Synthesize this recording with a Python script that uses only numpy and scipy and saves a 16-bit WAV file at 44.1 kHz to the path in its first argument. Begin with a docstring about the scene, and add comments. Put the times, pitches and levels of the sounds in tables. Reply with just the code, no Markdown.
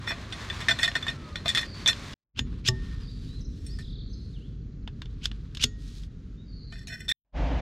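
"""First, aluminium tent pole sections clatter and rub in a rustling nylon bag, ringing in their bending
modes, while birds sing in the pines over a distant rumble. The sound breaks off and returns with a low hum.
Then a sleeve brushes and the sections are pushed together: tips tick on sockets, scrape in and seat
with a snap that rings the longer pole. After a last clink the sound breaks off again
and comes back in a breeze."""
import sys
import numpy as np
from scipy import signal
from scipy.fft import rfft, irfft, next_fast_len
from scipy.io import wavfile
from scipy.ndimage import uniform_filter1d, map_coordinates

SR = 44100
rng = np.random.default_rng(int(sys.argv[2]) if len(sys.argv) > 2 else 0)


def dump_mix(stems):
    """Bounce the given channels to the path in sys.argv[1] as a 16-bit WAV at rate SR."""
    frames = np.atleast_2d(stems).T  # one column per channel
    limited = np.clip(frames, -1, 1)  # hard clip at full scale
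    pcm = np.round(limited * 32767).astype(np.int16)
    wavfile.write(sys.argv[1], SR, pcm)


N = 335601


def amp(db):
    """Decibels to amplitude gain."""
    return 10 ** (np.asarray(db) / 20)


def unit(x):
    """Scale to rms 1."""
    return x / np.sqrt(np.mean(x ** 2) + 1e-20)


def along(points, hz):
    """Interpolate (frequency_hz, value) points on a log frequency axis."""
    knots_hz, values = np.transpose(points)
    return np.interp(np.log(hz + 1), np.log(knots_hz + 1), values)


def wobble(knots_per_s, size):
    """A smooth random curve."""
    knots = rng.standard_normal(int(size * knots_per_s / SR) + 4)
    return map_coordinates(knots, [np.arange(size) * knots_per_s / SR])


def filtered(x, response):
    """Linear filtering: multiply the spectrum by a frequency response."""
    size = x.shape[-1]
    padded = next_fast_len(size + 8192)
    return irfft(rfft(x, padded) * response(np.fft.rfftfreq(padded, 1 / SR)), padded)[..., :size]


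def coloured(x, spectrum):
    """Spectral shaping, at rms 1."""
    return unit(filtered(x, lambda hz: amp(along(spectrum, hz))))


def tilt(hz, db_per_octave):
    """Spectral slope: harder contacts lean towards the treble."""
    return amp(db_per_octave * np.log2(np.clip(hz, 1000, 7000) / 3500))


def add(track, start_s, sound):
    """Superpose a sound on a track."""
    part = track[..., round(start_s * SR):][..., :sound.shape[-1]]
    part += sound[..., :part.shape[-1]]


def stereo(pair, side_db):
    """Left and right as sum and difference of a middle and a weaker side signal."""
    side = amp(side_db) * pair[1]
    return np.array([pair[0] + side, pair[0] - side])


# loose sections colliding: start_s, level_db, tilt_db_per_octave, main_mode_db, contact_count
COLLISIONS = [(0.076, -20, -4, 0, 3), (0.108, -17, -6, -1, 2), (0.325, -22.5, -3, 5.5, 1),
              (0.5, -20.5, -3.5, 9.5, 1), (0.605, -25.5, 0.5, -4, 3), (0.6846, -9, -2, 3, 3),
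              (0.708, -13.5, -3, 3, 2), (0.788, -19.5, -2, -4.5, 3), (0.831, -9, 1.5, 3.5, 4),
              (0.878, -16.5, -1.5, 0.5, 1), (0.9536, -14, -2, -1, 2), (1.026, -22.5, -3.5, 11, 1),
              (1.067, -22.5, -2, -1, 1), (1.082, -18, -2.5, 3.5, 3), (1.357, -19, -2, 6, 1),
              (1.458, -19, -5.5, 6.5, 2), (1.481, -11, 2.5, 7, 3), (1.549, -13, 1.5, 7, 3),
              (1.574, -9, 0.5, 4.5, 3), (1.612, -28.5, 2.5, 2.5, 1), (1.631, -23, -7, 0.5, 1),
              (1.8602, -11, -1.5, 23, 2), (1.876, -7, 3, 4, 3), (3.665, -38.5, 9, -13, 1),
              (3.788, -35.5, 3, -11.5, 3), (6.724, -36, -1.5, -21.5, 1), (6.756, -38.5, -3, -27, 1),
              (6.872, -29, 4, -24, 2), (7.082, -26.5, 1.5, 12, 1), (7.091, -17.5, 3.5, 20.5, 1),
              (7.115, -16, 1, 14, 1)]
def contacts(spacing_s=.0085, scatter=0.1587, loss_db=4.5):
    """Inelastic collision: a knock is followed by quick, ever weaker rebounds."""
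    hits = []
    for start, db, slope, main_db, count in COLLISIONS:
        for k in range(round(count)):
            jitter = scatter * rng.standard_normal() * (k > 0)
            hits.append((start + spacing_s * (k + jitter), db - loss_db * k, slope, main_db))
    return hits


# bending modes of a loose section: pitch_hz, level_db, t60_s
TUBE_MODES = [(679, -21, .16), (1509, -8.5, 0.034), (1843.3, 3, 0.061), (2048, -10.5, 0.044),
              (2468, -9, 0.088), (3110, -18, 0.02), (3493, 0.5, 0.046), (3559, -1, 0.045), (4180, -14, 0.3),
              (4640, -21.5, 0.014), (5433, -11.5, 0.084), (6420, -30, 0.037), (6930, -23.5, 0.13),
              (7750, -20, 0.062), (7880, -20.5, 0.052), (9280, -28, 0.081), (9920, -29, 0.096),
              (10650, -29, .08), (11900, -31.5, .09)]
MAIN_MODE_HZ = 3500
def clinks(detune=.011, crack_db=1, crack_t60=0.034, chatter_db=-15, chatter_t60=0.083,
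           bundle_db=-12, bundle_t60=0.055, muffling_db_per_s=150, trim_db=-0.5):
    """Free vibration: each knock rings two slightly unlike tubes, which buzz against each other."""
    out, t = np.zeros((2, N)), np.arange(SR // 4) / SR
    hz, mode_db, t60 = np.tile(np.transpose(TUBE_MODES), 2)[:, :, None]
    is_main = np.abs(hz - MAIN_MODE_HZ) < 300
    for start, db, slope, main_db in contacts():
        pitch = hz * (1 + detune * rng.standard_normal(hz.shape))
        # the place of the contact decides which modes answer most
        strength = amp(rng.normal(0, 1.7, (2, len(hz)))) * rng.choice([-1, 1], (2, len(hz)))
        # cloth and neighbouring tubes add damping
        decay = amp(mode_db + main_db * is_main - 60 * t / t60 - muffling_db_per_s * t)
        ring = strength @ (decay * np.sin(2 * np.pi * pitch * t))
        # tubes pressed together add short-lived modes that change with every knock
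        coupled_hz = 3200 * np.exp(np.clip(rng.normal(0, .45, (16, 1)), -1, 1))
        coupled = rng.standard_normal((2, len(coupled_hz))) @ np.sin(2 * np.pi * coupled_hz * t)
        ring += coupled * amp(bundle_db - 60 * t / bundle_t60)
        chatter = rng.standard_normal(len(t)) * (rng.random(len(t)) < .1)
        force = chatter * amp(chatter_db - 60 * t / chatter_t60)
        force[0] = 1  # the impact itself
        ring = signal.fftconvolve(ring, force[None], axes=1)[:, :len(t)]
        noise = rng.standard_normal((2, len(t)))
        crack = unit(filtered(noise, lambda f: amp(along(NYLON_SPECTRUM, f)) * f / (f + 2500)))
        crack *= amp(crack_db - 60 * t / crack_t60)
        knock = filtered(6 * ring / np.abs(ring[0]).max() + crack, lambda f: tilt(f, slope))
        add(out, start, amp(db + trim_db) * knock / np.abs(knock[0]).max())
    return stereo(out, side_db=-10)


def resonators(hz, modes):
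    """Modal superposition: damped (centre_hz, width_hz, level_db) resonances of alternating sign."""
    return sum((-1) ** k * amp(db) * 1j * hz * width / (centre ** 2 - hz ** 2 + 1j * hz * width)
               for k, (centre, width, db) in enumerate(modes))


# resonances of the hand-held joint: centre_hz, width_hz, level_db
JOINT_MODES = [(1050, 630, -15), (1630, 300, -5), (2815, 520, 0.5), (3556, 300, 5.5), (4280, 360, -3),
               (5140, 430, -2.5), (6540, 700, -8), (7860, 1400, -16), (12500, 980, -29)]
def joint(force, slope):
    """Forced response of the joint, its resonances broadened by the damping of the hands."""
    return filtered(force, lambda hz: resonators(hz, JOINT_MODES) * tilt(hz, slope))


# a tip scraping in and snapping home: snap_s, snap_level_db, scrape_level_db, tilt_db_per_octave
PUSHES = [(2.391, -11.5, -36, -3), (2.6853, -8.5, -25, 4), (5.2554, -10, -37.5, 1), (5.6387, -7.5, -23, 4)]
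def slides(lead_s=0.044, overrun_s=0.0061, swell_db=27, glide=0.27, grit_db=2.5):
    """Sliding friction: the scrape grows louder and rises in pitch as the tip runs into the socket."""
    out, size = np.zeros((2, N)), round((lead_s + overrun_s) * SR)
    remaining = np.linspace(1, 0, size)
    for snap_s, _, db, slope in PUSHES:
        scrape = joint(rng.standard_normal((2, size)), slope)
        position = np.cumsum(1 - glide * remaining ** 2)  # reading ever faster raises the pitch
        scrape = unit(np.array([map_coordinates(channel, [position]) for channel in scrape]))
        swell = amp(db - swell_db * remaining ** 2 + grit_db * wobble(230, size))
        add(out, snap_s - lead_s, scrape * swell)
    return stereo(out, side_db=-18.5)


# a tip tapping its socket or a neighbour: start_s, level_db, tilt_db_per_octave
TAPS = [(0.915, -27, -7), (1.929, -19.5, -4), (2.131, -31, -3.5), (4.875, -28.5, -10.5), (5.0178, -27, -6),
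        (5.056, -36, -6), (5.241, -30.5, 4), (5.314, -27, -7), (5.548, -31.5, 2), (5.570, -23.5, 0.5),
        (6.034, -41, -1), (6.791, -42, 9)]
def taps_and_snaps(tap_attack_s=.0018, snap_attack_s=0.00068, impact_t60=0.01,
                   rattle_db=-22, rattle_t60=0.076, trim_db=-1.5):
    """Impact excitation: metal meets metal in a soft tap or a hard snap, then rattles briefly."""
    out, t = np.zeros((2, N)), np.arange(SR // 8) / SR
    taps = [(start, db, slope, tap_attack_s) for start, db, slope in TAPS]
    snaps = [(start, db, slope, snap_attack_s) for start, db, _, slope in PUSHES]
    decay = amp(-60 * t / impact_t60) + amp(rattle_db - 60 * t / rattle_t60)
    for start, db, slope, attack_s in taps + snaps:
        force = (1 - np.exp(-t / attack_s)) * decay * rng.standard_normal((2, len(t)))
        click = joint(force, slope)
        add(out, start, amp(db + trim_db) * click / np.abs(click[0]).max())
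    return stereo(out, side_db=-16.5)


# the hands stopping the pole: frequency_hz, level_db
THUD_SPECTRUM = [(40, -20.5), (110, 4.5), (240, -13.5), (500, -25.5), (1200, -59.5)]
# the joined pole ringing once seated: start_s, rows of (pitch_hz, level_db, t60_s)
POLE_RINGS = [(2.393, [(243.6, -35.5, 0.54), (1830, -42, 0.11), (6780, -42, 0.12)]),
              (2.686, [(125, -19, 0.28), (237, -38.5, 0.71), (377.3, -31, 0.31), (640, -42, 0.18),
              (880, -41, 0.2), (1145, -35, 0.096), (1826, -43.5, 0.89), (1850, -19, 0.036),
              (5290, -10, 0.027), (6950, -22, 0.035)]), (5.640, [(78, -27.5, 0.11), (241.5, -29, 0.14),
              (422, -37, 0.15), (1414, -48, 0.14), (1879, -56, 0.95), (3550, -15.5, 0.031),
              (4440, -34.5, 0.091), (6730, -40.5, 0.17)])]
def seatings(attack_s=0.00053, thud_db=-30, thud_t60=0.15):
    """Natural frequencies fall with length: a seated joint thuds and rings the whole, longer pole."""
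    out, t = np.zeros(N), np.arange(SR // 2) / SR
    for start, modes in POLE_RINGS:
        ring = sum(amp(db - 60 * t / t60) * np.sin(2 * np.pi * hz * t) for hz, db, t60 in modes)
        thud = coloured(rng.standard_normal(len(t)), THUD_SPECTRUM) * amp(thud_db - 60 * t / thud_t60)
        add(out, start, (ring + thud) * (1 - np.exp(-t / attack_s)))
    return out


# one section dragged along the others: start_s, end_s, level_db, tilt_db_per_octave, main_mode_db
DRAGS = [(0.062, 0.135, -35.5, 1.5, 0), (0.785, 0.843, -33.5, 0, 2.5), (1.59, 1.651, -44.5, 0.5, -3),
         (2.72, 3.01, -65, -3.5, -14.5), (3.561, 3.87, -62.5, 8, -7), (6.698, 6.875, -55.5, 2, -8),
         (6.872, 7.096, -49.5, 1.5, -11.5), (6.892, 6.971, -38.5, -2, -8), (7.08, 7.133, -28, 3.5, 5.5)]
def rubs(width_hz=32, grit_db=4, catch_db=4, singing_hz=5520, singing_db=5.5):
    """Frictional excitation: an uneven force sustains the tube modes, favouring one near singing_hz."""
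    out = np.zeros((2, N))
    modes_hz, modes_db, _ = np.transpose(TUBE_MODES)
    is_main = np.abs(modes_hz - MAIN_MODE_HZ) < 300
    is_singing = np.abs(modes_hz - singing_hz) < 400
    for start, end, db, slope, main_db in DRAGS:
        levels_db = modes_db + main_db * is_main + singing_db * is_singing
        modes = [(hz, width_hz, level) for hz, level in zip(modes_hz, levels_db)]
        size = round((end - start) * SR)
        force = rng.standard_normal((2, size))
        force *= amp(grit_db * wobble(500, size) + catch_db * wobble(60, size))
        ring = unit(filtered(force, lambda hz: resonators(hz, modes) * tilt(hz, slope)))
        add(out, start, amp(db) * signal.windows.tukey(size, .5) * ring)
    return stereo(out, side_db=-11)


def rustle(strokes, spectrum, crinkle_db, flutter_db, peakedness,
           creases_per_s=82, crease_db=4, crease_spread_db=6.5):
    """Friction noise of fabric: a hiss with crackling creases swells and fades with each stroke."""
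    out = np.zeros((2, N))
    for start, length, db, slope in strokes:
        size = round(length * SR)
        weave = rng.standard_normal((2, size))
        weave *= amp(crinkle_db * wobble(900, size) + flutter_db * wobble(36, size))
        is_crease = rng.random(size) < creases_per_s / SR
        creases = is_crease * amp(crease_db + crease_spread_db * rng.standard_normal(size))
        hiss = unit(filtered(weave + creases, lambda hz: amp(along(spectrum, hz)) * tilt(hz, slope)))
        add(out, start, amp(db) * hiss * signal.windows.cosine(size) ** peakedness)
    return stereo(out, side_db=-14.5)


# hiss of rubbed nylon: frequency_hz, level_db
NYLON_SPECTRUM = [(200, -25.5), (350, -11.5), (600, -9), (866, -8.5), (1110, -1.5), (1290, -6),
                  (1780, -3.5), (2950, -9.5), (3520, -6), (6850, -17), (12100, -34), (15500, -44.5)]
# hands pulling at the bag: start_s, length_s, level_db, tilt_db_per_octave
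BAG_PULLS = [(0.0, 0.31, -46, -1.5), (0.3, 0.54, -42, -0.5), (0.85, 0.32, -46, -0.5), (1.15, 0.63, -51, -1),
             (1.45, 0.22, -44, 1.5), (1.74, .5, -45.5, .5)]
def nylon_bag():
    """Friction of nylon under the hands, nearly level through each pull."""
    return rustle(BAG_PULLS, NYLON_SPECTRUM, crinkle_db=1.0, flutter_db=1.1, peakedness=0.21)


# hiss of brushed cloth: frequency_hz, level_db
CLOTH_SPECTRUM = [(410, -41), (700, -12), (1130, 0.5), (1560, 0), (1800, 0.5), (2080, -3.5), (3920, 4),
                  (12100, -22), (15500, -32.5)]
# a sleeve brushing: start_s, length_s, level_db, tilt_db_per_octave
SLEEVE_STROKES = [(2.4, .32, -60.5, -4), (2.72, 0.37, -54, -2), (3.05, 0.4, -58.5, 1.5),
                  (3.45, .5, -62.5, 3.5), (4.05, 0.53, -69.5, 2.5), (4.85, 1, -66.5, -2.5),
                  (5.77, 0.31, -56.5, 4.5), (6.0, 0.46, -73.5, -1)]
def sleeve():
    """Friction of cloth, in rounded swells as the arm reaches."""
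    return rustle(SLEEVE_STROKES, CLOTH_SPECTRUM, crinkle_db=2.0, flutter_db=1.5, peakedness=0.65)


def note(pitch_hz):
    """A bird's pure tone at rms 1: phase is the integral of frequency."""
    taper = signal.windows.tukey(len(pitch_hz), .5)
    return unit(taper * np.sin(2 * np.pi * np.cumsum(pitch_hz) / SR))


# one bird's buzzy calls: start_s, length_s, level_db
BUZZ_CALLS = [(1.619, 0.16, -52), (2.999, 0.11, -58.5), (3.818, 0.47, -64), (6.432, 0.36, -60.5)]
def buzzes(top_hz=4900, floor_hz=4140, sag_s=0.12, depth_hz=147, knots_per_s=280):
    """Frequency modulation: a fast random waver roughens a tone that sags in pitch."""
    out = np.zeros(N)
    for start, length, db in BUZZ_CALLS:
        t = np.arange(round(length * SR)) / SR
        pitch = floor_hz + (top_hz - floor_hz) * np.exp(-t / sag_s)
        add(out, start, amp(db) * note(pitch + depth_hz * wobble(knots_per_s, len(t))))
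    return out


# slurred bird whistles: start_s, length_s, first_hz, last_hz, level_db
WHISTLE_CALLS = [(1.095, 0.31, 1415, 1190, -52.5), (3.077, 0.034, 3480, 4050, -53.5),
                 (3.261, 0.14, 3700, 4180, -55.5), (3.673, 0.096, 4000, 5300, -53),
                 (4.087, 0.07, 6100, 6250, -63.5), (4.327, .06, 4230, 2627, -58),
                 (4.398, 0.086, 2480, 3580, -62.5), (6.368, 0.078, 3530, 3910, -63.5)]
def whistles(ease=1.4):
    """Frequency glide: each whistle moves fast at first, then settles."""
    out = np.zeros(N)
    for start, length, first_hz, last_hz, db in WHISTLE_CALLS:
        slur = np.linspace(1, 0, round(length * SR)) ** ease
        add(out, start, amp(db) * note(last_hz + (first_hz - last_hz) * slur))
    return out


# bird chips, alone or in runs: start_s, first_hz, level_db, chip_count, spacing_s
CHIP_RUNS = [(1.24, 4700, -54, 2, .087), (3.399, 6550, -54, 2, .05), (3.816, 4270, -51.5, 8, .0268),
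             (4.130, 5600, -52, 1, 0), (4.52, 4900, -71, 7, .102)]
def chips(length_s=0.019, fall=0.27, scatter=0.071):
    """Linear chirps: brief downward sweeps, a little unevenly spaced."""
    out = np.zeros(N)
    for start, first_hz, db, count, spacing in CHIP_RUNS:
        chip = amp(db) * note(first_hz * np.linspace(1, 1 - fall, round(length_s * SR)))
        for k in range(round(count)):
            add(out, start + (k + scatter * rng.standard_normal()) * spacing, chip)
    return out


def birds(direct_db=-4, echo_db=-2):
    """The direct-to-reverberant ratio falls with distance: far buzzes echo more than near calls."""
    far = buzzes()
    near = whistles() + chips()
    return amp(direct_db) * (near + far) + amp(echo_db) * pine_echoes(far + .45 * near)


# reverberation time among the pines: frequency_hz, t60_s
PINE_DECAY = [(300, .3), (2000, 0.22), (4500, 0.96), (12000, 0.25)]
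def pine_echoes(x):
    """Scattering by trees: a diffuse tail in which each frequency dies at its own rate."""
    hz, t, bands = signal.stft(rng.standard_normal((2, SR)), SR, nperseg=256)
    decay = amp(-60 * t / along(PINE_DECAY, hz)[:, None])
    tail = signal.istft(bands * decay, SR, nperseg=256)[1]
    tail /= np.linalg.norm(tail[0])
    return stereo(signal.fftconvolve(x[None], tail, axes=1)[:, :N], side_db=-19)


def wash(spectrum, side_db):
    """Stationary noise with a given spectrum."""
    return stereo(coloured(rng.standard_normal((2, N)), spectrum), side_db)


# distant rumble, one spectrum for unpacking and one for joining: frequency_hz, level_db
RUMBLE_SPECTRA = [
    [(16, -39), (28, -1), (64, 0.5), (108, 1), (177, -7.5), (210, -5.5), (316, -14.5), (383, -14.5),
     (476, -22.5), (600, -17.5), (780, -54), (1320, -120)],
    [(16, -33), (28, 0.5), (38, -2), (54, -4), (92, -6.5), (134, -9), (251, -17), (290, -20.5),
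     (335, -28.5), (411, -27), (511, -36.5), (557, -43), (693, -52), (900, -71), (1170, -68.5),
     (1980, -120)],
]
# the rumble as each stretch begins: unpacking_db, joining_db
RUMBLE_LEVELS = [-39.5, -34.5]
def rumble(unpacking, joining, since_joining_s, recede_db_per_s=1.46):
    """Low-frequency noise from afar: steady at first, receding while the poles are joined."""
    steady = amp(RUMBLE_LEVELS[0]) * wash(RUMBLE_SPECTRA[0], side_db=-30)
    easing = amp(RUMBLE_LEVELS[1] - recede_db_per_s * since_joining_s)
    receding = easing * wash(RUMBLE_SPECTRA[1], side_db=-43)
    return unpacking * steady + joining * receding


# a low outdoor hum: frequency_hz, level_db
HUM_SPECTRUM = [(30, -47), (42, -18), (48.5, 11), (55, -8.5), (75, -48.5), (150, -120)]
# the hum in the last two stretches: joining_db, ending_db
HUM_LEVELS = [-42, -26.5]
def hum(joining, ending):
    """Narrow-band noise near 48 Hz is heard as a hum, louder at the end."""
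    gain = joining * amp(HUM_LEVELS[0]) + ending * amp(HUM_LEVELS[1])
    return gain * wash(HUM_SPECTRUM, side_db=-35)


# moving air: frequency_hz, level_db
BREEZE_SPECTRUM = [(16, -36), (28, -13.5), (53, 1.5), (91, -19), (161, -14.5), (219, -23), (269, -15.5),
                   (405, -30), (566, -21), (853, -24.5), (1320, -37), (1710, -34.5), (3080, -41),
                   (6670, -57), (13000, -103)]
def breeze(level_db=-27.5):
    """Wind noise, with most of its energy in the bass."""
    return amp(level_db) * wash(BREEZE_SPECTRUM, side_db=-56)


# faint outdoor hiss: frequency_hz, level_db
AIR_SPECTRUM = [(350, -26), (600, -4), (936, -10.5), (1280, -3.5), (1690, -6), (2400, -10), (3650, -11),
                (6960, -17), (8410, -39), (12300, -38.5), (15000, -48)]
def air(level_db=-70):
    """The ambient noise floor: a steady broadband hiss."""
    return amp(level_db) * wash(AIR_SPECTRUM, side_db=-11.5)


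# breaks in the sound: off_s, fully_back_s
GAPS = [(2.140, 2.388), (7.123, 7.375)]
def dropouts(fade_in_s=0.054, floor_db=-56, end_fade_s=.01):
    """Amplitude gating: the gain shuts abruptly at each gap, fades back in and closes at the end."""
    t = np.arange(N) / SR
    gain = np.ones(N)
    for off, back in GAPS:
        recovery = np.clip(1 + (t - back) / fade_in_s, 0, 1) ** 2
        gain *= np.where(t < off, 1, recovery)
    gain = uniform_filter1d(np.maximum(gain, amp(floor_db)), size=64)
    return gain * np.minimum(1, (t[-1] - t) / end_fade_s)


def scene(pole_echo_db=-38):
    """Superposition: poles, fabric and birds over three stretches, each with its own background."""
    t = np.arange(N) / SR
    first_gap, second_gap = np.mean(GAPS, axis=1)
    unpacking, ending = t < first_gap, t >= second_gap
    joining = ~unpacking & ~ending
    poles = clinks() + slides() + taps_and_snaps() + seatings() + rubs()
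    echoes = amp(pole_echo_db) * pine_echoes(poles[0])
    fabric = unpacking * nylon_bag() + joining * sleeve()
    drone = rumble(unpacking, joining, t - first_gap) + hum(joining, ending)
    return poles + echoes + fabric + birds() + drone + ending * breeze() + air()


# stereo difference between the microphone ports: frequency_hz, side_gain_db
PORT_DIFFERENCE = [(400, -7), (1200, -8.5), (2500, -5), (8000, -2), (12000, 8)]
def record(dry, low_cut_hz=32, top_hz=15750):
    """A small band-limited microphone, its two ports differing more for short waves; two dropouts."""
    mid, side = (dry[0] + dry[1]) / 2, (dry[0] - dry[1]) / 2
    side = filtered(side, lambda hz: amp(along(PORT_DIFFERENCE, hz)))
    left_right = np.array([mid + side, mid - side])
    heard = filtered(left_right, lambda hz: hz ** 4 / np.hypot(hz ** 4, low_cut_hz ** 4))
    return filtered(heard * dropouts(), lambda hz: hz < top_hz)


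dry = scene()
out = record(dry)
dump_mix(out)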